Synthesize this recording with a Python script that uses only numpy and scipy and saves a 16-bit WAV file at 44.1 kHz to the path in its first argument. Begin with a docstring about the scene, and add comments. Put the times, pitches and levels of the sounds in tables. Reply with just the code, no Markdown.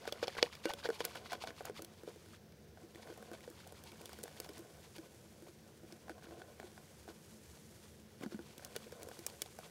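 """Soft kitchen hum and hiss lie under a coated wire whisk that rubs and swishes through thick batter in a bowl.
Almost at once its wires tap the wall: a short tick, then a dull knock of the batter-damped bowl.
Rub, swish and flour fizz are filtered grit and noise; knocks are damped bowl modes, ticks are damped wire
sines with noise. A small cup nearby rings once, as a few decaying sines."""
import sys
import numpy as np
from scipy import signal
from scipy.fft import rfft, irfft, next_fast_len
from scipy.io import wavfile
from scipy.ndimage import map_coordinates

SR = 44100
rng = np.random.default_rng(int(sys.argv[2]) if len(sys.argv) > 2 else 0)


def waveform_to_disk(signal):
    """Save audio, clipped to [-1, 1], as 16-bit WAV at the path in sys.argv[1]."""
    frames = np.transpose(np.atleast_2d(signal))
    scaled = np.clip(frames, -1, 1) * 32767
    samples = np.round(scaled).astype(np.int16)
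    wavfile.write(sys.argv[1], SR, samples)


def magnitude_from_level(level_db):
    """Linear magnitude for a level in decibels (20 dB per decade)."""
    exponent = np.asarray(level_db, float) / 20
    return 10 ** exponent


N = 427769


def unit(x):
    """Scale to rms 1."""
    return x / np.sqrt(np.mean(x ** 2) + 1e-20)


def along(points, hz):
    """(Hz, value) points read on a log frequency axis."""
    f, v = np.transpose(points)
    return np.interp(np.log(hz + 1), np.log(f + 1), v)


def wobble(rate):
    """A smooth random curve, rate knots a second."""
    knots = rng.standard_normal(int(N * rate / SR) + 4)
    return map_coordinates(knots, [np.arange(N) * rate / SR])


def filtered(x, response):
    """Filter x by a complex response of frequency."""
    m = next_fast_len(len(x) + 8192)
    return irfft(rfft(x, m) * response(np.fft.rfftfreq(m, 1 / SR)), m)[:len(x)]


def resonances(peaks):
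    """Causal response of (Hz, width Hz, dB) resonances, summed with alternating signs."""
    def response(f):
        total = 0
        for k, (centre, width, db) in enumerate(peaks):
            damping = 1j * f * width
            total = total + (-1) ** k * magnitude_from_level(db) * damping / (centre * centre - f * f + damping)
        return total
    return response


def band(lo_hz, hi_hz):
    """Causal two-pole edges around a pass band."""
    return lambda f: (1j * f / (lo_hz + 1j * f)) ** 2 * (hi_hz / (hi_hz + 1j * f)) ** 2


def grit(per_s, spread_db):
    """Sparse random impulses of uneven but bounded size, rms 1."""
    hit = rng.random(N) < per_s / SR
    sign_and_size = np.tanh(rng.standard_normal(N))
    boost_db = spread_db * np.minimum(rng.exponential(size=N), 2.4)
    return unit(hit * sign_and_size * magnitude_from_level(boost_db))


# Tone of the whole kitchen bed. 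Each row: frequency in Hz, relative density in dB per Hz.
KITCHEN = [(15, -72), (33, -52), (52, -12), (87, 4.5), (208, -5.5), (273, -7), (330, -1.5), (470, -3),
           (1150, -21.5), (1510, -16), (2200, -20.5), (2600, -22), (6210, -22.5), (7300, -42.5),
           (13300, -28.5), (15750, -30.5), (16050, -70)]
# Where the rumble gathers. Each row: frequency in Hz, width in Hz, relative level in dB.
DRONE = [(74, 7, -2), (156.8, 17, -4.5), (217.4, 10, 0.5)]


def kitchen():
    """Steady appliance rumble and hiss: shaped noise plus a resonant drone, both wavering slightly."""
    hush = unit(filtered(rng.standard_normal(N), lambda f: magnitude_from_level(along(KITCHEN, f))))
    gathered = lambda f: resonances(DRONE)(f) * band(50, 260)(f)
    drone = unit(filtered(rng.standard_normal(N), gathered))
    hush_db = -62.5 + 0.17 * wobble(3.0)
    drone_db = -64.5 + 0.15 * wobble(0.18)
    return magnitude_from_level(hush_db) * hush + magnitude_from_level(drone_db) * drone


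# The slow stirring. Each row: time in seconds, then relative levels in dB of the rubbing on the bowl,
# the swish of wires in batter and the fizz of flour.
STIR = [(0, -55.5, -61.5, -66), (0.449, -57, -55, -66), (.63, -68.5, -67, -69), (.9, -54, -62, -63.5),
        (1.7, -61, -69.5, -71.5), (2.3, -71.5, -69, -66.5), (2.4, -77.5, -88, -74), (2.72, -78.5, -93, -73),
        (2.82, -62.5, -77, -70.5), (3.052, -55, -65, -66), (3.62, -67, -66.5, -66.5),
        (4.298, -58, -64.5, -64), (5.199, -67, -77.5, -67), (5.669, -73.5, -76, -67.5),
        (6.27, -57.5, -72.5, -69), (6.798, -67.5, -70.5, -65), (7.755, -78, -77, -62.5),
        (8.099, -84.5, -73, -68), (8.849, -57, -64.5, -63), (9.7, -68, -68, -61)]
# Scrapes of the wires along the wall. Each row: centre in seconds, length in seconds (between the points
# where the swell is 10 dB down), relative rubbing level in dB, relative swish level in dB.
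SCRAPES = [(0.082, 0.034, -55, -45), (0.237, 0.023, -41.5, -43), (0.308, .06, -62.5, -55),
           (0.385, 0.025, -42.5, -37.5), (0.451, .056, -45.5, -47.5), (0.53, 0.025, -71.5, -51.5),
           (0.655, 0.048, -63.5, -50), (0.699, 0.037, -56.5, -42), (0.795, 0.035, -64, -54),
           (0.855, 0.038, -49, -41.5), (0.947, 0.053, -62.5, -53.5), (1.006, 0.03, -46, -41),
           (1.049, 0.024, -55.5, -44.5), (1.099, 0.058, -64.5, -54), (1.163, .053, -53.5, -50.5),
           (1.264, 0.035, -73.5, -52), (1.324, 0.05, -46, -46.5), (1.427, 0.043, -59.5, -49.5),
           (1.477, 0.058, -50.5, -54.5), (1.594, 0.073, -73, -54.5), (1.677, .052, -48, -53),
           (1.778, 0.055, -69, -53.5), (1.82, 0.037, -50.5, -67), (2.089, 0.063, -52, -61),
           (2.342, .05, -64.5, -59.5), (3.03, 0.023, -65.5, -59), (3.143, 0.039, -57, -67),
           (2.814, 0.045, -58, -72), (3.344, .03, -54, -59), (3.441, 0.024, -62.5, -58),
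           (3.607, 0.045, -71.5, -63), (3.774, 0.058, -70, -63), (3.883, 0.05, -66, -59.5),
           (4.106, 0.046, -63.5, -60), (4.238, .016, -56.5, -69), (4.381, 0.033, -54, -61),
           (4.453, 0.033, -68.5, -58), (4.569, 0.049, -56, -60.5), (4.843, 0.05, -65.5, -63.5),
           (4.963, .03, -60, -59), (5.052, 0.073, -57, -65.5), (5.258, 0.032, -58.5, -66),
           (5.48, 0.035, -60.5, -61.5), (5.689, 0.053, -57.5, -69), (5.912, 0.076, -60.5, -66),
           (6.108, 0.03, -53.5, -57), (6.242, 0.04, -57, -62), (6.306, .08, -56.5, -66),
           (6.411, 0.067, -56.5, -66), (6.64, .11, -57.5, -67), (7.104, 0.05, -56, -61),
           (7.569, 0.07, -66.5, -65), (7.75, .07, -71.5, -67), (7.855, 0.076, -73, -68),
           (8.231, .04, -52, -52), (8.327, 0.037, -49, -61.5), (8.502, 0.18, -70.5, -68),
           (8.647, .044, -53, -61), (8.759, 0.025, -51.5, -61), (9.133, .11, -61.5, -65),
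           (9.293, 0.04, -59, -55), (9.637, .069, -53.5, -58)]


def effort():
    """Rubbing, swish and fizz gains: the slow stirring plus, in power, a swell for every scrape."""
    fizz_db, fizz_follows, usual_swish_db = -56, 0.58, -45.5  # fizz grows only partly with the swish
    t = np.arange(N) / SR
    s, *levels = np.transpose(STIR)
    power = np.array([magnitude_from_level(np.interp(t, s, level)) ** 2 for level in levels])
    for at, length, rub_db, swish_db in SCRAPES:
        scrape_fizz_db = fizz_db + fizz_follows * (swish_db - usual_swish_db)
        peak = magnitude_from_level(np.array([rub_db, swish_db, scrape_fizz_db])) ** 2
        span = slice(max(int((at - 2 * length) * SR), 0), int((at + 2 * length) * SR))
        swell = np.exp(-((t[span] - at) / (.5 * length)) ** 2 * 2.3)
        power[:, span] += peak[:, None] * swell
    return np.sqrt(power)


def pricks(count, mid_hz, cycles, spread_db):
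    """Tiny wire contacts: short damped sines of scattered pitch and size, rms 1."""
    when = rng.random(count)
    size = np.minimum(rng.exponential(size=count), 3)
    hz = np.clip(mid_hz * np.exp(0.56 * rng.standard_normal(count)), 900, 12000)[:, None]
    n = np.arange(SR // 200)
    decay = np.exp(-n / SR * hz / cycles)
    grains = magnitude_from_level(spread_db * size)[:, None] * decay * np.sin(2 * np.pi * hz * n / SR)
    places = (when * N).astype(int)[:, None] + n
    return unit(np.bincount(places.ravel(), grains.ravel(), N + len(n))[:N])


# Low modes of the loaded bowl, rubbed here and knocked by the taps.
# Each row: frequency in Hz, relative level in dB, base time to fall 60 dB in seconds.
BOWL = [(214, -7, .05), (265, -6, .04), (338, -4, .07), (420, -3, .035), (478, 1, .032), (560, -2, .028),
        (660, -3, .026), (735, -2, .032), (1050, -8, .025), (1500, -8, .03)]
# Upper resonances of the bowl wall, also heard in the ticks.
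# Each row: frequency in Hz, width in Hz, relative level in dB.
WALL = [(1470, 54, 7.5), (2320, 160, 11), (2610, 110, -22), (2930, 58, 6), (3390, 140, 4.5),
        (4510, 340, 10), (5440, 390, 0)]
# Tone of wires in batter. Each row: frequency in Hz, relative density in dB per Hz.
SWISH = [(500, -46), (900, 14.5), (1500, 1), (2200, 6.5), (3400, 9), (5000, 4), (7000, -2), (10000, -66)]
# Tone of fine flour grit. Each row: frequency in Hz, relative density in dB per Hz.
FIZZ = [(4000, 3), (6500, 7), (10000, 5), (14000, -2), (15700, -7), (16100, -60)]


def stirring():
    """Wires drag along the wall in tiny slips and shear the batter and flour in gritty gusts."""
    rub_gain, swish_gain, fizz_gain = effort()
    gust = np.tanh(wobble(45))  # single wires catch and let go

    # a mode's bandwidth follows from its decay; 0.68 sharpens it
    modes = [(hz, 0.68 * np.log(1000) / np.pi / t60, db) for hz, db, t60 in BOWL]
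    slips = magnitude_from_level(7.4 * np.tanh(wobble(30)) + 0.46 * gust) * grit(600, spread_db=1.1)
    rub = unit(filtered(slips, lambda f: band(150, 2500)(f) * resonances(modes)(f)))

    shear = magnitude_from_level(4.6 * gust) * (1.5 * grit(2500, spread_db=7.0) + rng.standard_normal(N))
    colour = lambda f: magnitude_from_level(along(SWISH, f)) * (1.33 + 0.31 * np.abs(resonances(WALL)(f)))
    contacts = pricks(count=1500, mid_hz=1868, cycles=3.5, spread_db=1.0)
    swish = unit(filtered(shear, colour)) + 0.77 * contacts

    flour_gust = magnitude_from_level(1.4 * gust + 0.7 * np.tanh(wobble(10)))
    flour = flour_gust * (0.64 * grit(1500, spread_db=7.5) + rng.standard_normal(N))
    fizz = unit(filtered(flour, lambda f: magnitude_from_level(along(FIZZ, f))))

    return magnitude_from_level(-4.5) * rub_gain * rub + magnitude_from_level(-3.0) * swish_gain * swish + magnitude_from_level(-2.57) * fizz_gain * fizz


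def light_touches(count):
    """Rows like TAPS for the faint chance contacts, denser where the rubbing is strong."""
    busy = np.cumsum(effort()[0] ** 0.48)
    when = rng.random(count)
    luck = np.tanh(rng.standard_normal((4, count)))
    s = np.searchsorted(busy, when * busy[-1]) / SR
    knock_db = -55 + 3 * luck[0]
    hz = 420 * np.exp(.4 * luck[1])
    tick_db = -8 + 5 * luck[2]
    edge_db = -13 + 6 * luck[3]
    return np.transpose([s, knock_db, hz, tick_db, edge_db])


# Whisk taps on the bowl. Each row: start in seconds, relative knock level in dB, favoured bowl pitch in Hz,
# wire tick in dB against the knock, brittle edge in dB against the knock.
TAPS = [(.054, -41, 664, 0, -20), (.076, -31, 487, -1, -24), (.124, -33.5, 534, 7, -11),
        (.225, -50, 475, 9, -15), (.228, -25.5, 512, -4, -39), (.272, -44.5, 487, 13, -16),
        (.28, -31, 595, 6.5, -40), (.351, -44, 600, 4, -20), (.368, -37.5, 507, -5, -28),
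        (.381, -48, 458, 6, -19), (.4275, -20, 474, 5.5, -49), (.552, -54, 590, 16, -2),
        (.655, -25.5, 380, 0, -31), (.692, -32, 790, -15, -18), (.736, -38.5, 584, 7, -5.5),
        (.849, -36, 482, -15, -28), (.855, -30.5, 543, -3, -33), (.889, -23, 485, -13, -28),
        (.902, -29, 507, -2, -36), (1.005, -30, 483, 3, -30), (1.043, -48, 335, 9, -6),
        (1.051, -35.5, 480, 2.5, 5), (1.154, -49, 397, 5, -4), (1.156, -43.5, 1500, 7, -17),
        (1.321, -38, 760, 7, -21), (1.331, -33, 940, 2.5, -16), (1.352, -38.5, 424, -5, -28),
        (1.438, -31, 655, -14, -22), (1.473, -43, 1390, 8, -13), (1.505, -44.5, 416, 3, -30),
        (1.607, -33.5, 624, -12, -35), (1.651, -40.5, 920, -1, -20), (1.654, -57, 600, 0, 15),
        (1.697, -31.5, 430, -14, -29), (1.793, -33.5, 440, -26, -31), (1.821, -43, 352, -9, -2),
        (1.847, -51.5, 460, 12.5, 5.5), (2.034, -39.5, 402, -15, -21), (2.076, -31, 454, -27, -35),
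        (2.16, -40.5, 387, -25, -25), (2.522, -68, 400, 18, -2), (2.773, -46, 696, -9, -29),
        (2.835, -44, 335, -21, -28), (2.948, -53, 330, 7.5, -15), (2.957, -49, 330, 3.5, -11),
        (2.986, -53, 480, -8, -22), (3.022, -59, 480, -2, -15), (3.073, -50.5, 786, 3, -19),
        (3.101, -38.5, 394, -10, -34), (3.125, -45.5, 480, -6, -25), (3.176, -42.5, 645, -19, -13.5),
        (3.226, -46.5, 486, -0.5, -14), (3.315, -37.5, 376, -13, -21), (3.333, -42, 500, -10, -12),
        (3.406, -54, 450, 4, -8), (3.477, -36, 444, -14.5, -36), (3.501, -44.5, 350, -24, -10),
        (3.667, -47, 734, -11, -20), (3.674, -61.5, 450, 2, 9), (3.723, -40.5, 536, -16, -13),
        (3.838, -56, 450, 1.5, 5.5), (3.918, -51.5, 330, 5, -6), (4.01, -42.5, 380, -15, -20),
        (4.015, -53.5, 450, 5.5, 1.5), (4.057, -51.5, 412, 7, 6), (4.093, -48, 463, 1, -6),
        (4.131, -48.5, 710, 10, -4.5), (4.188, -45.5, 403, -3, -9), (4.232, -61, 436, -4, 13),
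        (4.237, -33, 442, -29, -8), (4.256, -43, 640, -6, -24), (4.279, -46.5, 680, 3, -8),
        (4.366, -46, 530, -12, -13), (4.401, -41.5, 427, 8.5, 1.5), (4.445, -59, 450, 17, 4),
        (4.462, -42, 721, -18, -18), (4.49, -52.5, 480, 16, -11), (4.493, -37, 382, -21, -18),
        (4.534, -67, 450, 0, 10), (4.58, -58.5, 277, 7, 7), (4.592, -40.5, 337, -25, -15),
        (4.964, -51, 450, -4, -5), (4.982, -49.5, 480, 8.5, -11), (4.987, -39.5, 358, -13, -22),
        (5.252, -48, 297, -18, -40), (5.423, -44.5, 356, -15, -15), (5.487, -47, 337, -17, -21),
        (5.833, -40, 345, -29, -26), (5.903, -51, 735, -10, -25), (5.924, -53.5, 336, 14, -3),
        (6.081, -45, 890, -1, -26), (6.095, -38.5, 746, 0.5, -21), (6.101, -38, 324, -16, -28),
        (6.116, -55, 1500, 3, -20), (6.18, -49, 700, -10, -25), (6.224, -54, 700, 2.5, -18),
        (6.241, -44, 218, -6, -20), (6.269, -53, 334, 1, -18), (6.284, -47, 330, -22, -35),
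        (6.309, -39, 316, -14, -33), (6.324, -47.5, 330, -18, -33), (6.344, -53, 735, -8, -25),
        (6.383, -46, 300, -15, -25), (6.418, -44.5, 600, 1.5, -25), (6.599, -43, 625, 3, -16),
        (6.629, -46, 735, -3, -25), (6.64, -42.5, 335, -14, -28), (6.777, -48, 900, 1.5, -25),
        (7.078, -40.5, 614, -12, -20), (7.087, -41, 320, -7, -27), (8.21, -37.5, 277, -18, -25),
        (8.216, -73, 315, 13, 3), (8.235, -33, 260, -9, -21), (8.261, -28.5, 223, -15, -35),
        (8.322, -41.5, 313, -7, -35), (8.344, -28, 226, -22, -43), (8.391, -35.5, 290, -11, -38),
        (8.58, -51, 304, 7.5, 3), (8.595, -46.5, 596, -3, -20), (8.624, -47, 647, -8, -17),
        (8.648, -60, 208, 13, 19), (8.755, -40.5, 537, -5, -22), (8.763, -36.5, 500, 8.5, -2.5),
        (8.843, -55, 480, 7.5, -12), (8.867, -38, 460, -27, -29), (8.921, -58.5, 470, 14, 3.5),
        (8.924, -37.5, 470, -11, -30), (8.998, -43, 480, -14, -20), (9.022, -52, 466, 5.5, -5),
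        (9.031, -40.5, 465, -12, -5.5), (9.071, -36.5, 500, -32, -30), (9.087, -40, 470, -10, -10.5),
        (9.114, -43.5, 640, -2, -22), (9.191, -46, 337, 8, -3.5), (9.265, -43.5, 540, 11.5, 12.5),
        (9.299, -50, 597, 8.5, -6), (9.419, -43, 410, 19, 10), (9.46, -48, 670, 7.5, -20),
        (9.588, -38, 644, -8, -15)]


def taps():
    """Each tap ticks a wire and drives the bowl modes nearest to its favoured pitch."""
    wire_hz, wire_top_hz, bare_db, db_per_octave = 1580, 5300, 2.5, 4
    tail_db, tail_t60 = -27, 0.2  # the dry rim hums on faintly after the batter has killed the knock
    ring_per_db, loose_hz = 0.18, 380  # above loose_hz a softer blow stays in the batter, rings shorter
    s, db, hz, tick_db, edge_db = np.vstack([TAPS, light_touches(count=35)]).T
    mode_hz, mode_db, t60 = np.transpose(BOWL)
    t = np.arange(SR // 6) / SR

    # a tick climbs from the wire's pitch once it stands out of the knock
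    climb_octaves = np.maximum(tick_db - bare_db, 0) / db_per_octave
    tick_hz = np.minimum(wire_hz * 2 ** climb_octaves, wire_top_hz)

    # share each blow among the bowl modes
    scatter, detune = rng.standard_normal((2, len(s), len(BOWL)))
    reach_db = -np.minimum(30 * np.abs(np.log2(mode_hz / hz[:, None])), 27)
    gain = magnitude_from_level(mode_db + reach_db + 3.2 * scatter)
    gain /= np.linalg.norm(gain, axis=1, keepdims=True)
    softness = magnitude_from_level(ring_per_db * (db + 29.5))[:, None]
    ring_t60 = np.clip(softness ** (mode_hz > loose_hz), .4, 1.3) * t60
    # the coating cushions the blow, most where the wire ticks least
    cushion_s = np.clip(0.0012 * magnitude_from_level(-0.4 * tick_db), .0008, .004)

    rise = 1 - np.exp(-t / 0.0001)
    burst = rise * rng.standard_normal((len(s), 2, len(t)))
    rattle = 0.46 * magnitude_from_level(-60 * t / 0.013) + 0.03 * magnitude_from_level(-60 * t / 0.039)
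    crack = rise * magnitude_from_level(-60 * t / 0.0012) * np.sin(2 * np.pi * 4300 * t)
    spike = magnitude_from_level(-60 * t / 0.00027) * np.cos(2 * np.pi * 8500 * t)  # first touch of bare wire
    edge_decay = 0.87 * magnitude_from_level(-60 * t / 0.012) + 0.057 * magnitude_from_level(-60 * t / 0.08)
    tail = magnitude_from_level(tail_db - 60 * t / tail_t60)

    knock, tick, edge = np.zeros((3, N + SR))
    for k, at in enumerate(np.round(s * SR).astype(int)):
        span = slice(at, at + len(t))
        phase = 2 * np.pi * (mode_hz * (1 + 0.019 * detune[k]))[:, None] * t
        decay = magnitude_from_level(-60 * t / ring_t60[k][:, None]) + tail
        cushion = 1 - np.exp(-t / cushion_s[k])
        knock[span] += magnitude_from_level(db[k] + 5.5) * cushion * (gain[k] @ (decay * np.sin(phase)))

        # a few cycles of wire; harder blows reach more of the stiff upper mode
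        snap = rise * magnitude_from_level(-60 * t * tick_hz[k] / 16) * np.sin(2 * np.pi * tick_hz[k] * t)
        hard = min(magnitude_from_level(db[k] + tick_db[k] + 25), 3)
        snap = snap / (1 + hard) + 1.8 * hard * crack
        tick[span] += magnitude_from_level(db[k] + tick_db[k]) * (snap + rattle * burst[k, 0])
        edge[span] += magnitude_from_level(db[k] + edge_db[k]) * (2.2 * spike + burst[k, 1]) * edge_decay

    wall = lambda f: band(700, 9000)(f) * band(300, 9000)(f) * (0.62 + 0.5 * resonances(WALL)(f))
    knock = filtered(knock[:N], band(210, 9000))
    tick = magnitude_from_level(7) * filtered(tick[:N], wall)
    edge = magnitude_from_level(13.5) * filtered(edge[:N], band(4800, 10500))
    return -knock - tick - edge


# Cup modes. Each row: frequency in Hz, level in dB against the hit.
CUP = [(568, 1), (1513, -1), (2815, -7), (4500, -12), (8450, -17)]
# The one hit: start in seconds, level in dB, time in seconds at which the next jolt mutes the upper modes.
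CUP_HIT = (0.655, -44.5, 0.737)
# Free ring of each mode in turn: time to fall 60 dB in seconds.
CUP_T60 = [.55, .42, .25, .16, .07]
# Extra damping of each mode in turn once muted: time to fall 60 dB in seconds, acting on top of the free ring.
CUP_MUTED_T60 = [1.5, .03, .03, .03, .03]


def cup():
    """A small cup, jolted through the table, rings on a few clean modes."""
    out = np.zeros(N)
    t = np.arange(SR // 2) / SR
    s, db, muted_s = CUP_HIT
    since_mute = np.maximum(t - (muted_s - s), 0)
    ring = np.zeros(len(t))
    for (hz, mode_db), t60, muted_t60 in zip(CUP, CUP_T60, CUP_MUTED_T60):
        level_db = db + mode_db - 60 * t / t60 - 60 * since_mute / muted_t60
        ring += magnitude_from_level(level_db) * np.sin(2 * np.pi * hz * t)
    out[round(s * SR):][:len(t)] = ring
    return out


def scene():
    """Bowl and cup, close and dry, over the kitchen."""
    return (kitchen() + stirring() + taps() + cup())[None]


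def top_cut(x):
    """Nothing passes above the cut-off."""
    return signal.sosfilt(signal.butter(12, 16810, fs=SR, output="sos"), x)


def record(dry):
    """The microphone path ends steeply at its top frequency."""
    top_hz = 16700
    mix = filtered(dry[0], lambda f: 1 / (1 + (f / top_hz) ** 90))[None]
    return top_cut(mix)


dry = scene()
out = record(dry)
waveform_to_disk(out)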